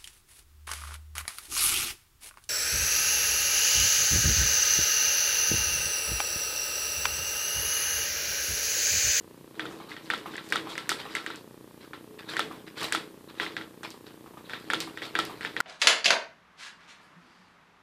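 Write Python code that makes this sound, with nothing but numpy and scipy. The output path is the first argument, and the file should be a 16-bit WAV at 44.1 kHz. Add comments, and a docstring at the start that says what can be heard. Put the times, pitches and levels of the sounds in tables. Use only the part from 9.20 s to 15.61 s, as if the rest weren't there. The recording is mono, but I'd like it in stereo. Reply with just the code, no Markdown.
"""Toy piston engine

An engine of plastic bricks is turned by its wheel in a few spins, close up in a small room.
On each stroke the slack linkage clicks, the piston clacks home and the hollow frame drones.
Between strokes the parts rub, catch, rattle and bump; frame and room ring on.
A faint electric buzz sits in the left channel over quiet room air."""
import sys
import numpy as np
from scipy import signal
from scipy.fft import rfft, irfft, next_fast_len
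from scipy.io import wavfile
from scipy.ndimage import uniform_filter1d, map_coordinates

SR = 44100
rng = np.random.default_rng(int(sys.argv[2]) if len(sys.argv) > 2 else 0)


def transcribe(signal):
    """Save signal, clipped to [-1, 1], as a 16-bit WAV file at the path in sys.argv[1]."""
    frames = np.atleast_2d(signal).T
    limited = np.clip(frames, -1, 1)
    pcm = np.round(limited * 32767).astype(np.int16)
    wavfile.write(sys.argv[1], SR, pcm)


N = 282681
TIME = np.arange(N) / SR
AGE = np.arange(SR // 2) / SR  # seconds since a blow
ATTACK, EARLY = 132, 1320  # samples in the first 3 ms and 30 ms of a hit
FRAME_PAN_DB = [[1], [-1]]  # the frame sounds a little to the left

# engine strokes: click t/s, click level/dB, its crack level/dB, clack t/s, clack level/dB, drone level/dB
STROKES = [(0.3954, -18.5, -42, 0.4546, -24.5, -39), (0.902, -13.5, -32.5, 0.9364, -16.5, -46),
           (1.3238, -11.5, -27, 1.3574, -13, -40), (1.6926, -16, -18, 1.7168, -15.5, -54),
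           (2.0633, -20.5, -36.5, 2.1026, -24.5, -49), (3.1676, -16.5, -31.5, 3.1935, -12, -40),
           (3.7238, -15, -20.5, 3.7487, -12.5, -46), (4.1991, -15.5, -39, 4.2345, -27, -45),
           (4.3667, -20, -39.5, 4.4116, -28.5, -50.5), (5.5015, -14, -33, 5.5345, -12, -41),
           (5.953, -13.5, -36, 5.9894, -11, -39.5), (6.3655, -18, -41, 6.4033, -10.5, -41)]
# bright spectrum of cracks, grit and hiss: f/Hz, level/dB
BRIGHT = [(500, -44), (2500, 1.5), (4500, 2.5), (6000, 5.5), (8000, 4), (11000, -5), (14500, -9)]


def piston():
    """The piston grazes its guide and clacks home; the harder the knock, the brighter its crack."""
    # piston modes: f/Hz, level/dB, t60/s
    modes = [(430, -22, 0.019), (994, -5.5, 0.01), (1348, 2, 0.019), (1844, -6, 0.011),
             (3090, -12.5, 0.011), (3790, -19, 0.022)]
    crack_growth, graze_lead_s, graze_db = 1.45, 0.00119, -17.5
    clacks = [(s, db, crack_growth * db - 9.5, 1) for *_, s, db, _ in STROKES]
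    out = blows(clacks, modes, contact_s=0.00057, tail_db=-14, frame_db=-9, wall_db=4, shade_db=-12.5)
    for s, db, _, _ in clacks:
        graze = direct(struck(modes, contact_s=0.00036), shade_db=-11.5)
        add(out, s - graze_lead_s, amp(db + graze_db) * graze)
    return out


def linkage():
    """The linkage takes up its slack at the start of each stroke, and rattles in between."""
    # linkage modes: f/Hz, level/dB, t60/s
    modes = [(455, -13.5, 0.017), (1026, -10.5, 0.017), (1583, 8.5, 0.013), (1833, 7.5, 0.013),
             (2180, 3, 0.0057), (3310, 1, 0.0066)]
    # rattles in the linkage's play: t/s, level/dB, crack level/dB, pitch factor
    rattles = [(0.7166, -31.5, -57, 1.03), (0.766, -31.5, -52, 1.02), (1.1375, -32.5, -56, 1.02),
               (1.1563, -28.5, -61, 1.12), (1.1801, -25.5, -55, 1.07), (1.5549, -28.5, -60, 1.08),
               (1.5792, -21.5, -32, 1.15), (1.9517, -18, -28, 1.125), (1.9678, -23.5, -37, 1.08),
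               (2.7334, -29, -57, 0.95), (4.2641, -25.5, -58, 1.1), (4.6326, -32, -40, 1.03),
               (5.2963, -28.5, -44, 0.98), (5.3345, -22, -61, 1.006), (5.7739, -26, -43, 0.97),
               (5.82, -25.5, -53, 1.1), (6.2092, -26.5, -42.5, 1.02), (6.2492, -18, -40, 1.04)]
    clicks = [(s, db, crack_db, 1) for s, db, crack_db, *_ in STROKES]
    taut = blows(clicks, modes, contact_s=0.0005, tail_db=-12.5, frame_db=-12, wall_db=-1.5,
                 shade_db=-10.5)
    slack = blows(rattles, modes, contact_s=0.00048, tail_db=-11, frame_db=-10.5, wall_db=-3,
                  shade_db=-10)
    return taut + slack


def blows(hits, modes, contact_s, tail_db, frame_db, wall_db, shade_db):
    """Each hit cracks and rings its part briefly, then the frame and the room in proportion."""
    # long modes of the hollow frame and the space round it: f/Hz, level/dB, t60/s
    frame_modes = [(327, -7, .35), (1343, 2, .24), (1585, -4, .2), (1780, -5, .2), (1915, -3, .2),
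                   (2929, -11, .25), (3373, -5, .25), (3553, -9, .2), (3680, -6, .2)]
    # colour of the room tail: f/Hz, level/dB
    room_colour = [(50, -46), (130, -11.5), (250, -5), (330, -2), (480, -1.5), (650, -8.5), (1000, -3),
                   (1350, 0.5), (1950, 0.5), (2500, -2.2), (3600, -3.5), (4600, -8.5), (6200, -23.5),
                   (14000, -52)]
    out = np.zeros((2, N))
    glint = unit_over(np.sin(2 * np.pi * 3500 * AGE) * AGE * np.exp(-AGE / 0.0004), ATTACK)
    for s, db, crack_db, pitch in hits:
        part = struck(np.multiply(modes, [pitch, 1, 1]), contact_s)
        add(out, s, amp(db) * direct(part, shade_db) + amp(crack_db) * crack(t60=0.0094))
        frame = np.array([ring(frame_modes, phase_spread=np.pi) for side in range(2)])
        frame = unit_over(frame * (1 - np.exp(-AGE / 0.0017)), EARLY) * amp(FRAME_PAN_DB)
        room = reflections(room_colour, build_s=0.002)
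        add(out, s, amp(db + tail_db) * (amp(-6) * room + amp(frame_db) * frame))
        # a hard surface nearby throws the upper ring back to the left
        add(out[0], s + 0.0108, amp(db + tail_db + wall_db) * glint)
    return out


def struck(modes, contact_s):
    """A small part is hit; its pitch shifts with how it sits, and it radiates little bass."""
    seating = np.exp(0.03 * rng.standard_normal())
    motion = ring(np.multiply(modes, [seating, 1, 1])) * (1 - np.exp(-AGE / contact_s))
    return unit_over(filtered(motion, lambda hz: high_pass(hz, corner_hz=328, damping=1.24)), ATTACK)


def ring(modes, phase_spread=0):
    """Damped modes, at new strengths for each blow."""
    hz, db, t60 = np.transpose(modes)[..., None]
    strength, phase = rng.standard_normal((2, len(modes), 1))
    envelopes = amp(db + 2 * strength - 60 * AGE / t60)
    return np.sum(envelopes * np.sin(2 * np.pi * hz * AGE + phase_spread * phase), 0)


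def crack(t60):
    """The bright instant of contact between hard edges, and its splash in the room."""
    # colour of the splash: f/Hz, level/dB
    splash_colour = [(500, -16), (2500, 1.5), (3500, 2.5), (4700, 4.5), (6200, -6), (8500, -5),
                     (11000, -14.5), (14500, -20)]
    burst = coloured(rng.standard_normal(len(AGE)), BRIGHT)[0] * amp(-60 * AGE / t60)
    splash = reflections(splash_colour, build_s=0.0059)
    splash *= amp(-5) + np.exp(-AGE / 0.0065)  # near walls answer first
    return direct(unit_over(burst, ATTACK), shade_db=-15) + amp(-9.5) * splash


def bumps():
    """Soft, dull contacts of parts that sit loosely."""
    # bumps: t/s, level/dB
    hits = [(0.511, -32), (0.6019, -31.5), (1.0589, -25), (1.471, -30), (1.855, -29), (2.7337, -37),
            (3.3115, -28.5), (4.6323, -35), (4.742, -40), (5.061, -37.5), (5.137, -40), (5.172, -33),
            (5.674, -30.5), (6.0962, -28)]
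    # modes of the loose parts: f/Hz, level/dB, t60/s
    modes = [(317, -15, 0.076), (830, -2, 0.033), (1037, 7, 0.018), (1200, 2.5, 0.034)]
    # colour of their room tail: f/Hz, level/dB
    dull_colour = [(100, -19), (330, 2), (600, -13), (1050, 2), (1500, -9), (2500, -10.5), (6000, -26.5)]
    out = np.zeros((2, N))
    for s, db in hits:
        knock = direct(struck(modes, contact_s=0.00061), shade_db=-7.5)
        add(out, s, amp(db) * (knock + amp(-14) * reflections(dull_colour, build_s=0.0022)))
    return out


def snaps():
    """Brick edges snap past each other: tiny, bright ticks with no body."""
    # ticks: t/s, level/dB
    ticks = [(0.979, -38), (1.167, -38), (1.2897, -38.5), (1.3032, -36), (2.1589, -38), (3.1, -40),
             (3.632, -28), (3.644, -29), (4.705, -36), (5.4, -50), (5.6042, -22.5), (6.0522, -31.5)]
    out = np.zeros((2, N))
    for s, db in ticks:
        add(out, s, amp(db) * crack(t60=0.0011))
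    return out


def friction():
    """How hard the parts rub, in dB: steadily through each spin, harder where the piston binds."""
    # the hand keeps the wheel going: start/s, length/s, level/dB
    spins = [(0.34, 0.55, -50.5), (0.84, 0.59, -46.5), (1.44, 0.72, -43.5), (3.05, 0.33, -48),
             (3.55, 0.28, -44), (4.14, 0.29, -48), (5.24, 1.62, -48)]
    # the piston scrapes along its guide: start/s, length/s, level/dB
    scrapes = [(0.685, 0.052, -39), (1.107, 0.033, -39.5), (1.485, 0.05, -36), (1.787, 0.017, -33.5),
               (1.89, 0.069, -38), (2.6, 0.05, -48.5), (2.983, 0.012, -39.5), (3.082, .06, -33.5),
               (3.462, .016, -42), (3.567, 0.02, -30.5), (3.598, 0.054, -26.5), (4.082, 0.015, -45.5),
               (4.176, .015, -42), (4.208, 0.029, -29.5), (4.629, 0.011, -34), (4.858, 0.012, -42.5),
               (5.297, 0.04, -39), (5.603, 0.022, -39), (5.815, 0.042, -33), (6.21, 0.066, -39)]
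    creep_db = -65.5  # between spins the parts barely rub
    spin_db = together(swells(spins, rise_s=0.015, fall_db_per_s=230), creep_db)
    return together(spin_db, swells(scrapes, rise_s=0.0086, fall_db_per_s=227))


def rubbing(friction_db):
    """Piston and axle slide on dry plastic, scratching brighter the harder they bind."""
    # colour of sliding plastic: f/Hz, level/dB
    slide_colour = [(100, -30), (330, -12), (650, -1.5), (1100, 3.5), (1500, 4), (2000, 0.5), (2700, -4),
                    (3800, 0.7), (5000, -8), (6500, -23), (14000, -26.5)]
    rub_db = friction_db + 1.1 * wobble(30)
    rub = coloured(slips(per_s=160, spread_db=6, wash=0.82), slide_colour, lean=0.65)
    rub = wandering(rub, depth_db=3.3)
    grit = coloured(slips(per_s=300, spread_db=8, wash=1.2), BRIGHT)
    return amp(rub_db - 2.5) * rub + amp(1.166 * rub_db - 13.5) * grit


def slips(per_s, spread_db, wash):
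    """Stick-slip: random little jerks of uneven size, over a noise wash for their echoes."""
    sizes = np.sign(rng.standard_normal(N)) * amp(spread_db * rng.uniform(-1, 1, N))
    jerks = (rng.random(N) < per_s / SR) * sizes
    return unit(direct(jerks, shade_db=-11)) + wash * rng.standard_normal((2, N))


def wandering(x, depth_db):
    """The contact point moves, so short-lived resonances come and go."""
    spectra = signal.stft(x, nperseg=512)[2]
    patches = uniform_filter1d(rng.standard_normal(spectra.shape[1:]), size=5, axis=0)
    patches = unit(uniform_filter1d(patches, size=5, axis=1))
    return unit(signal.istft(spectra * amp(depth_db * patches), nperseg=512)[1][:, :N])


def drone(friction_db):
    """Friction and the load of each stroke shake the hollow frame at its low resonances."""
    # low frame resonances: f/Hz, width/Hz, level/dB
    resonances = [(178, 51, -15), (324.4, 11.7, 1.5), (418, 39, -8)]
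    lead_s, length_s, rest_db = 0.045, 0.14, -57  # the load comes on just before the click
    loads = [(s - lead_s, length_s, db) for s, *_, db in STROKES]
    rub_db = together(friction_db - 11.5, rest_db)
    drone_db = together(swells(loads, rise_s=0.069, fall_db_per_s=89), rub_db)

    def body(f):
        return sum(amp(db) * 1j * f * width / (hz ** 2 - f ** 2 + 1j * f * width)
                   for hz, width, db in resonances)

    centre, sides = rng.standard_normal(N), rng.standard_normal((2, N))
    return amp(drone_db) * unit(filtered(centre + 1.13 * sides, body)) * amp(FRAME_PAN_DB)


def brushing():
    """The finger that drives the wheel slides off its ribbed tyre with a thin hiss."""
    # finger brushes: start/s, length/s, level/dB
    brushes = [(0.495, 0.033, -55.5), (0.825, 0.032, -57), (1.23, .04, -54), (1.485, .025, -49)]
    level_db = swells(brushes, rise_s=0.011, fall_db_per_s=160)
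    return amp(level_db) * coloured(rng.standard_normal((2, N)), BRIGHT)


def axle_hoot(s, width_s, hz, db):
    """The axle sings softly for a moment as it creeps round."""
    envelope = amp(db) * np.exp(-((TIME - s) / width_s) ** 2)
    return envelope * np.sin(2 * np.pi * hz * TIME + 0.26 * wobble(20))


def direct(x, shade_db):
    """The toy faces the right microphone; the left one hears it later and shaded."""
    pair = np.array([np.zeros_like(x), x])
    add(pair[0], 17 / SR, amp(shade_db) * x)
    return pair


def reflections(colour, build_s):
    """A fresh stereo room tail that builds up, then dies away, lingering longest in the lows."""
    # room decay: f/Hz, t60/s
    decay = [(150, 0.45), (350, 0.47), (1300, 0.26), (4000, 0.21), (12000, 0.32)]
    noise = coloured(rng.standard_normal((2, len(AGE))), colour, lean=0.72)
    hz, t, spectra = signal.stft(noise, SR, nperseg=256)
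    fade = amp(-60 * t / along(decay, hz)[:, None])
    tail = signal.istft(spectra * fade, SR, nperseg=256)[1][:, :len(AGE)]
    return unit_over(tail * (1 - np.exp(-AGE / build_s)), EARLY)


def buzz(rate_hz, pulse_s, low_hz, high_hz, db):
    """Electric pickup in the left channel: short square pulses, rounded by the input stage."""
    def input_stage(hz):
        return high_pass(hz, low_hz, damping=1.51) / (1 + 1j * hz / high_hz) / (1 + 1j * hz / 3000)

    cycle_s = (TIME - 0.0106) % (1 / rate_hz)
    pulses = np.clip((pulse_s - cycle_s) * SR, 0, 1) * amp(wobble(15) / 2)
    return amp(db) * np.array([filtered(pulses, input_stage), np.zeros(N)])


def air(db):
    """A low murmur of room air, with microphone hiss."""
    # room tone: f/Hz, level/dB
    air_colour = [(25, -21), (60, -11), (120, 0.5), (200, -0.5), (330, -1.5), (500, -11), (700, -11.0),
                  (1100, -14), (2000, -19), (4000, -19), (6000, -23.5), (9000, -21.5), (14000, -21.5)]
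    return amp(db) * coloured(rng.standard_normal((2, N)), air_colour)


def coloured(x, colour, lean=0):
    """x given a spectrum, in stereo at rms 1; lean tips it left the way reflected sound arrives."""
    # balance of reflected sound: f/Hz, left minus right/dB
    leftward = [(100, 5), (220, 14.5), (400, 2), (700, 2.5), (1300, 4.5), (2400, 6.5), (3800, 17),
                (5000, 7.5), (8000, -1.5), (14000, 1)]

    def response(hz):
        return amp(along(colour, hz) + np.outer([0.5, -0.5], lean * along(leftward, hz)))

    return unit(filtered(x, response))


def swells(events, rise_s, fall_db_per_s):
    """Level in dB of (start/s, length/s, level/dB) events that each rise, hold and fall."""
    power = np.zeros(N)
    for s, length, db in events:
        onset = np.clip((TIME - s) / rise_s, 0, 1)
        fade_db = np.clip(fall_db_per_s * (TIME - s - length), 0, 100)
        power += (onset * amp(db - fade_db)) ** 2
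    return 10 * np.log10(power + 1e-12)


def together(a_db, b_db):
    """Summed level in dB of two unrelated sounds."""
    return 10 * np.log10(amp(a_db) ** 2 + amp(b_db) ** 2)


def wobble(per_s):
    """A random curve that barely leaves its first knot, so it stays almost constant over the whole sound; per_s
    only sets how many knots are drawn."""
    return map_coordinates(rng.standard_normal(int(N * per_s / SR) + 4), [TIME * per_s / SR])


def filtered(x, response):
    """x through a filter given as a function of frequency."""
    n = x.shape[-1]
    padded = next_fast_len(n + 4096)
    return irfft(rfft(x, padded) * response(np.fft.rfftfreq(padded, 1 / SR)), padded)[..., :n]


def high_pass(hz, corner_hz, damping):
    """A causal two-pole high-pass response."""
    return -hz ** 2 / (corner_hz ** 2 - hz ** 2 + 1j * damping * corner_hz * hz)


def along(points, hz):
    """(f/Hz, value) points read on a log frequency axis."""
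    freqs, values = np.transpose(points)
    return np.interp(np.log(hz + 1), np.log(freqs), values)


def add(out, s, x):
    """Mix x into out from time s."""
    part = out[..., max(round(s * SR), 0):][..., :x.shape[-1]]
    part += x[..., :part.shape[-1]]


def amp(db):
    """Decibels to gain."""
    return 10 ** (np.asarray(db) / 20)


def unit(x):
    """x scaled to rms 1."""
    return x / np.sqrt(np.mean(x ** 2) + 1e-20)


def unit_over(x, size):
    """x scaled to rms 1 over its first size samples."""
    return x / np.sqrt(np.mean(x[..., :size] ** 2) + 1e-20)


def scene():
    """The toy's knocks and sliding sounds over the buzz and the room air."""
    friction_db = friction()
    knocks = linkage() + piston() + bumps() + snaps()
    sliding = rubbing(friction_db) + brushing() + drone(friction_db)
    hoot = axle_hoot(s=2.93, width_s=0.053, hz=428, db=-47.5)
    bed = buzz(rate_hz=30.009, pulse_s=0.0014, low_hz=249, high_hz=1010, db=-27) + air(db=-52.5)
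    return knocks + sliding + hoot + bed


def record(dry):
    """A steep low-pass cuts off the very top of the treble."""
    top_hz = 14700
    return filtered(dry, lambda hz: 1 / np.sqrt(1 + (hz / top_hz) ** 240))


dry = scene()
out = record(dry)
transcribe(out)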